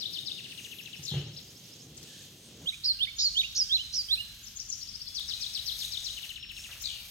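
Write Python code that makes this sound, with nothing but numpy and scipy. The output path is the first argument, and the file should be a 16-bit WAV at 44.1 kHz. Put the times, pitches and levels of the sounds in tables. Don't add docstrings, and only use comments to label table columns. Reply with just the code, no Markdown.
import sys
import numpy as np
from scipy import signal
from scipy.fft import rfft, irfft
from scipy.io import wavfile
from scipy.ndimage import uniform_filter1d, minimum_filter1d

SR = 44100
rng = np.random.default_rng(int(sys.argv[2]) if len(sys.argv) > 2 else 0)


def transcribe(u):
    v = np.clip(np.atleast_2d(u).T, -1, 1)
    q = np.round(v * 32767).astype(np.int16)
    wavfile.write(sys.argv[1], SR, q)


N = 313110
TIME = np.arange(N) / SR

# t/s, level/dB as the last column, with
# f/Hz between them.
ARCH_SHAPE = [(-.054, 2900, -11), (-.04, 2990, -8.5), (-.027, 3300, 4), (-.013, 3650, 4), (0, 3853, 9),
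              (.012, 3680, -2.5), (.018, 3050, -3.5), (.024, 2100, -26)]
TAG_SHAPE = [(-.019, 2270, -13.5), (-.008, 2690, -0.5), (.002, 2880, -1), (.02, 2830, -9.5)]
GLIDE_SHAPE = [(-.003, 5166, -2.5), (.009, 4750, 1.5), (.02, 4396, 2), (.034, 4332, -1), (.046, 4270, -9),
               (0.052, 3600, -11)]
DROP_SHAPE = [(-.007, 4630, -1.5), (-.003, 3645, 0.5), (.001, 3026, 0.5), (.012, 2687, -1.5),
              (.016, 2275, -13), (.024, 1570, -15.5)]
CHIP_SHAPE = [(-.015, 3490, -6), (-.007, 4880, 0), (0, 5790, -2.5), (.007, 4970, 1), (.022, 2880, -5.5)]
SEESAW_SHAPE = [(-.012, 4715, -13), (0, 5150, -4.5), (.018, 5600, 0.5), (.026, 7200, -9), (.05, 5880, -5)]
# t/s, f/Hz, level/dB, zigzag depth/Hz
LISP_SHAPE = [(-.045, 6900, -6, 500), (-.026, 6620, 1, 600), (-.018, 6260, -7, 500), (-.014, 3990, -9, 0),
              (0, 6200, 2, 0), (.007, 5400, 2, 150), (.018, 4700, -8, 200)]
RISE_SHAPE = [(-.02, 4605, -5.5, 400), (-.007, 4520, -6.5, 250), (0, 5300, 4, 100), (.007, 5570, -4, 300)]
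SLUR_SHAPE = [(-.052, 5680, -6, 652), (-.036, 5150, -4, 704), (-.026, 4360, -1, 204),
              (-.004, 3170, -2.5, -2), (.003, 2640, -23.5, 0), (.006, 3440, -6, 0), (.014, 3860, 0.5, 145),
              (.026, 4050, -15, 150)]
FLOURISH_SHAPE = [(-.05, 5500, -17, 1280), (-.022, 6770, -14, 1190), (-.012, 4782, -15, 300),
                  (-.006, 3718, -17, 100), (.004, 4310, -6.5, 420), (.03, 3677, -10.5, 494),
                  (.06, 3200, -13.5, 453), (.12, 2894, -21, 280), (.16, 2820, -26, 200)]
# t/s, level/dB, pitch factor, zigzag length/s, zigzag depth/Hz
HIGH_NOTES = [(2.875, -23, 0.97, 0.041, 860), (3.24, -22, .985, 0.059, 1290),
              (3.592, -23.5, 1.132, 0.044, 1400), (3.973, -27, 1.094, 0.049, 1320)]
# t/s, level/dB, pitch factor, length factor
ARCH_NOTES = [(2.693, -30.5, 1, 0.65), (3.037, -28, 0.95, 0.89), (3.40, -24, 1, 0.92),
              (3.753, -24.5, 1.08, 1.12), (4.139, -26.5, 1.078, 1)]
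TAG_NOTES = [(2.736, -39.5, 0.86, 0.84), (3.083, -40.5, 0.8, 1), (3.449, -27.5, .99, 0.96),
             (3.804, -32, 1.07, 1.3), (4.196, -34.5, 1.004, 1.7)]
CHIP_NOTES = [(1.377, -40.5, 0.98, 0.91), (1.974, -41, 1.48, 0.37), (2.033, -44, 1.2, 0.32)]
# t/s, level/dB
FLOURISH_NOTES = [(1.075, -23.5), (6.85, -23.5)]
# first t/s, last t/s, note count, growth of each gap, level/dB, level change/dB, pitch factor
LISP_RUNS = [(4.472, 4.729, 3, -0.044, -40.5, 8.4, 1.01)]
RISE_RUNS = [(4.83, 5.084, 5, 0.013, -33, -1.5, 1.01)]
SLUR_RUNS = [(.047, .306, 3, -0.0058, -28.5, -2.5, 1), (5.199, 6.092, 8, 0, -27.5, -0.44, 1.027)]
DROP_RUNS = [(.381, .936, 9, 0.013, -38, 0.5, 0.99), (6.172, 6.72, 9, .027, -34.5, -4, 1)]
SEESAW_RUNS = [(.815, 1.797, 14, 0.0091, -53.5, 2.1, 1)]
# t/s, length/s, first f/Hz, last f/Hz, level/dB
THIN_NOTES = [(2.2, 0.07, 6400, 6500, -58), (3.14, 0.4, 5780, 5600, -50), (3.163, 0.12, 6760, 6520, -37),
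              (3.361, 0.094, 6650, 6680, -44), (5.053, 0.115, 3465, 3350, -51),
              (5.33, 0.23, 2496, 2503, -59.5), (5.82, 0.17, 2420, 2375, -58.5),
              (6.809, 0.28, 2404, 2390, -55.5)]
HOARSE_NOTES = [(2.06, 0.18, 1730, 1694, -63.5), (2.88, 0.22, 1580, 1710, -68),
                (3.52, 0.28, 1564, 1772, -65.5), (4.05, .48, 1740, 1566, -68)]
# f/Hz, level/dB, time to fade by 60 dB/s
BODY_TONES = [(103, -10, 0.17), (145, 1, 0.28), (365, -12.5, 0.22), (810, -15.5, 0.072)]
# t/s, level/dB
KNOCK_HITS = [(.992, -44.5), (1.117, -34.5), (1.1385, -30), (1.1665, -34.5), (1.266, -42.5)]
TICK_HITS = [(2.03, -49), (2.09, -57), (5.195, -40.5), (6.517, -48), (6.82, -39)]
CRUNCH_HITS = [(5.283, -56.5), (6.69, -51), (6.75, -57.5)]
# t/s, level/dB
GEAR_LEVELS = [(0.0, -65), (.15, -58), (.42, -60), (.6, -57), (.78, -60.5), (1.1, -60), (1.25, -69.5),
               (1.4, -59.5), (1.57, -63), (1.7, -60.5), (1.82, -67), (2.06, -62), (2.28, -63.5),
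               (2.48, -65.5), (2.85, -61), (3.2, -61), (4.25, -59), (4.6, -62), (5.03, -63.5), (5.3, -56),
               (5.65, -53), (6.27, -54.5), (6.44, -75), (6.6, -55.5), (6.86, -54), (7.1, -55.5)]
EARLY_RUMBLE_LEVELS = [(0.0, -56.5), (0.844, -58), (1.42, -55.5), (1.628, -57.5), (2.042, -52.5),
                       (2.1, -56), (2.444, -56.5), (2.65, -48.5)]
# f/Hz, width/Hz, level/dB
WHIRR_BANDS = [(6350, 1050, -3), (8640, 1000, -7.5), (12070, 1360, -8.5)]
# f/Hz, level/dB
THUD_SPECTRUM = [(75, -9.5), (140, 7), (200, -16.5), (400, -14.5), (650, -25), (1000, -34), (2000, -27)]
GEAR_SPECTRUM = [(600, 2), (1100, -7.5), (3000, 9.5), (6000, 8), (7800, -23), (10300, -5), (15500, 0)]
TICK_SPECTRUM = [(1200, -6), (5000, -16), (15000, -1)]
CRUNCH_SPECTRUM = [(350, 7), (800, 4), (2000, 15), (5000, -23)]
EARLY_SPECTRUM = [(52, -13), (80, -6), (144, -1), (222, -6.5), (443, -12.5), (900, -27), (1800, -30.5)]
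LATE_SPECTRUM = [(31, -10.5), (52, -3), (113, -9.5), (211, -16.5), (400, -29.5), (775, -39), (1400, -29)]
CHORUS_SPECTRUM = [(1200, -11.5), (2200, -2), (3200, 12.5), (4500, 8), (6200, 0.5), (8000, -5.5),
                   (11000, -65)]
# f/Hz, likeness from 0 to 1
EAR_LIKENESS = [(400, 1), (1400, 0.99), (3000, 0.32), (6000, 0), (9000, 1)]


def near_bird():
    high = sum(sing(warbled(zigzag_s, depth_hz), [(s, db, pitch, 1)],
                    flutter_db=1, waver=.003, overtone_db=-33)
               for s, db, pitch, zigzag_s, depth_hz in HIGH_NOTES)
    low = sing(ARCH_SHAPE, ARCH_NOTES, flutter_db=1.5, waver=.007, overtone_db=-18)
    low += sing(TAG_SHAPE, TAG_NOTES)
    high = garden(high, pan_db=-5, lead_ms=.15, tail_db=-9, early_db=-9)
    return high + garden(low, pan_db=-5, lead_ms=.12, tail_db=-12.5, early_db=-11.5)


def far_birds():
    song = sing(LISP_SHAPE, trill(LISP_RUNS), warble_hz=207, waver=.0221)
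    song += sing(RISE_SHAPE, trill(RISE_RUNS), warble_hz=202.4, flutter_db=3, waver=.024)
    song += sing(SLUR_SHAPE, trill(SLUR_RUNS), warble_hz=161.5, flutter_db=3.5, waver=.0147)
    song += sing(FLOURISH_SHAPE, FLOURISH_NOTES, warble_hz=149.8, waver=.0213)
    song += sing(DROP_SHAPE, trill(DROP_RUNS), flutter_db=1, waver=.016)
    song = from_db(-5) * garden(song, pan_db=11, lead_ms=.075, tail_db=-1, early_db=-9)
    chips = sing(CHIP_SHAPE, CHIP_NOTES, flutter_db=3)
    return song + garden(chips, pan_db=6, lead_ms=.061, tail_db=-4, early_db=-6.5)


def seesaw_bird():
    song = sing(SEESAW_SHAPE, trill(SEESAW_RUNS), waver=.025)
    return garden(song, pan_db=-5, lead_ms=.026, tail_db=-6, early_db=-6.5)


def whistling_birds():
    song = np.zeros(N)
    for notes, waver in (THIN_NOTES, .014), (HOARSE_NOTES, .05):
        for s, length, first_hz, last_hz, db in notes:
            shape = [(0, first_hz, -12), (length / 4, first_hz, 0), (length, last_hz, -6)]
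            song += sing(shape, [(s, db)], waver=waver)
    return garden(song, pan_db=5.5, lead_ms=.053, tail_db=-4.5, early_db=-13.5)


def high_tone(start_s=6.345, end_s=6.7, rise_s=.055, fall_s=.09):
    swell = np.clip(np.minimum((TIME - start_s) / rise_s, (end_s - TIME) / fall_s), 0, 1)
    hz = 5390 * (1 + .005 * drift(200))
    return swell * from_db(-52.5 + 3.5 * drift(80)) * np.sin(2 * np.pi * np.cumsum(hz) / SR)


def knock():
    hits = strikes(KNOCK_HITS)
    body = sum(from_db(db) * ring(hits, hz, t60) for hz, db, t60 in BODY_TONES)
    puff = uniform_filter1d(fade(hits, t60=.39), size=500) * noise(THUD_SPECTRUM)
    thump = from_db(-.5) * body + from_db(-5.5) * puff
    return signal.sosfilt(signal.butter(4, 65, "high", fs=SR, output="sos"), thump)


def toy_truck():
    gears = noise(GEAR_SPECTRUM)
    for hz, width_hz, db in WHIRR_BANDS:
        band = signal.lfilter(*signal.iirpeak(hz, hz / width_hz, fs=SR), rng.standard_normal(N))
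        gears += from_db(db + 4.74 * drift(7.7)) * rms_one(band)
    flicker_db = 1.38 * drift(150) + .27 * drift(25)
    gears *= level(GEAR_LEVELS) * from_db(3.5 + flicker_db)
    ticks = fade(strikes(TICK_HITS), t60=.035) * noise(TICK_SPECTRUM)
    crunch_gain = fade(strikes(CRUNCH_HITS), t60=.23) * from_db(.76 * drift(410))
    return gears + ticks + crunch_gain * noise(CRUNCH_SPECTRUM)


def rumble(change_s=2.665, blend_s=.0078):
    late_share = np.clip((TIME - change_s) / blend_s + .5, 0, 1)
    early = level(EARLY_RUMBLE_LEVELS) * noise(EARLY_SPECTRUM)
    late = from_db(-57) * noise(LATE_SPECTRUM)
    return (1 - late_share) * early + late_share * late


def distant_chorus():
    return from_db(-56 + 2.2 * drift(8)) * noise(CHORUS_SPECTRUM)


def sing(shape, notes, warble_hz=72, flutter_db=4, waver=.012, overtone_db=-42):
    out = np.zeros(N)
    shape_s, *columns = np.transpose(shape)
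    for s, db, *factors in notes:
        pitch, length = factors or (1, 1)
        t = np.arange(shape_s[0] * length, shape_s[-1] * length, 1 / SR)
        hz, shape_db, *depth = (np.interp(t / length, shape_s, column) for column in columns)
        flutter, wobble = drift(247, size=len(t)), drift(300, size=len(t))
        zigzag_hz = -sum(depth) * signal.sawtooth(2 * np.pi * warble_hz * t, .5)
        phase = 2 * np.pi * np.cumsum(pitch * hz * (1 + waver * wobble) + zigzag_hz) / SR
        overtone_gain = from_db(overtone_db + 3 * (shape_db - shape_db.max())) * (pitch * hz < SR / 8)
        tone = np.sin(phase) + overtone_gain * np.sin(3 * phase)
        soft_edges = signal.windows.tukey(len(t), .08)
        add(out, s + t[0], soft_edges * from_db(db + shape_db + flutter_db * flutter) * tone)
    return out


def warbled(zigzag_s, depth_hz, centre_hz=4840, rise_s=.012):
    zigzag = [(-zigzag_s, centre_hz, -17, depth_hz),
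              (rise_s - zigzag_s, centre_hz, -4, depth_hz),
              (-.014, centre_hz, -1, .7 * depth_hz)]
    return zigzag + [(*point, 0) for point in GLIDE_SHAPE]


def trill(runs, pitch_sag=.04):
    notes = []
    for first_s, last_s, count, gap_growth, db, change_db, pitch in runs:
        gaps = (1 + gap_growth) ** np.arange(round(count) - 1)
        progress = np.append(0, np.cumsum(gaps)) / gaps.sum()
        chance = 1 + rng.standard_normal((len(progress), 2)) * [.012, .06]
        for part, (detune, length) in zip(progress, chance):
            s = first_s + part * (last_s - first_s)
            notes.append((s, db + part * change_db, pitch * (1 - pitch_sag * part) * detune, length))
    return notes


def garden(x, pan_db, lead_ms, tail_db, early_db, tail_t60=.77, early_t60=.034, echo_pan=.51):
    sides_db = np.array([[pan_db], [-pan_db]]) / 2
    direct = np.array([x, np.interp(TIME - lead_ms / 1000, TIME, x)]) * from_db(sides_db)
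    t = np.arange(SR) / SR
    scatter = rng.standard_normal((2, 2, SR)) * (t > .004)
    tail = from_db(tail_db) * rms_one(scatter[0] * from_db(-60 * t / tail_t60))
    early = from_db(early_db) * rms_one(scatter[1] * from_db(-60 * t / early_t60))
    echoes = signal.fftconvolve(x[None], (tail + early) / np.sqrt(SR), axes=1)[:, :N]
    return direct + echoes * from_db(echo_pan * sides_db)


def strikes(hits):
    out = np.zeros(N)
    for s, db in hits:
        out[round(s * SR)] += from_db(db)
    return out + 1e-18


def fade(clicks, t60):
    return signal.lfilter([1], [1, -np.exp(-np.log(1000) / (t60 * SR))], clicks)


def ring(clicks, hz, t60):
    decay, step = np.exp(-np.log(1000) / (t60 * SR)), 2 * np.pi * hz / SR
    return signal.lfilter([0, np.sin(step)], [1, -2 * decay * np.cos(step), decay * decay], clicks)


def noise(spectrum):
    hz = np.arange(N // 2 + 1) * SR / N
    alike = np.clip(at_hz(EAR_LIKENESS, hz), 0, 1)
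    bass_cut = 1 + (spectrum[0][0] / (hz + 1)) ** 8
    treble_cut = 1 + (hz / spectrum[-1][0] / 1.2) ** 8
    colour = from_db(at_hz(spectrum, hz)) / np.sqrt(bass_cut * treble_cut)
    mid, side = rfft(rng.standard_normal((2, N))) * colour
    return rms_one(irfft(np.sqrt(1 + alike) * mid + np.sqrt(1 - alike) * side * [[1], [-1]], N))


def drift(rate, size=N):
    return np.interp(np.arange(size) / SR * rate, np.arange(8000), rng.standard_normal(8000))


def add(out, start_s, sound):
    at = round(start_s * SR) + np.arange(len(sound))
    inside = (at >= 0) & (at < N)
    out[at[inside]] += sound[inside]


def level(rows):
    return from_db(np.interp(TIME, *np.transpose(rows)))


def at_hz(points, hz):
    table_hz, value = np.transpose(points)
    return np.interp(np.log(hz + 1), np.log(table_hz), value)


def from_db(db):
    return 10 ** (np.asarray(db) / 20)


def rms_one(x):
    return x / np.sqrt(np.mean(x ** 2) + 1e-20)


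def scene():
    birds = near_bird() + far_birds() + seesaw_bird() + whistling_birds()
    return birds + high_tone() + knock() + toy_truck() + rumble() + distant_chorus()


def record(dry):
    ceiling, cutoff_hz = .16, 15900
    needed_gain = ceiling / np.maximum(np.abs(dry).max(axis=0), ceiling)
    smooth_gain = uniform_filter1d(minimum_filter1d(needed_gain, size=200), size=200)
    return signal.sosfilt(signal.ellip(12, .1, 70, cutoff_hz, fs=SR, output="sos"), dry * smooth_gain)


dry = scene()
out = record(dry)
transcribe(out)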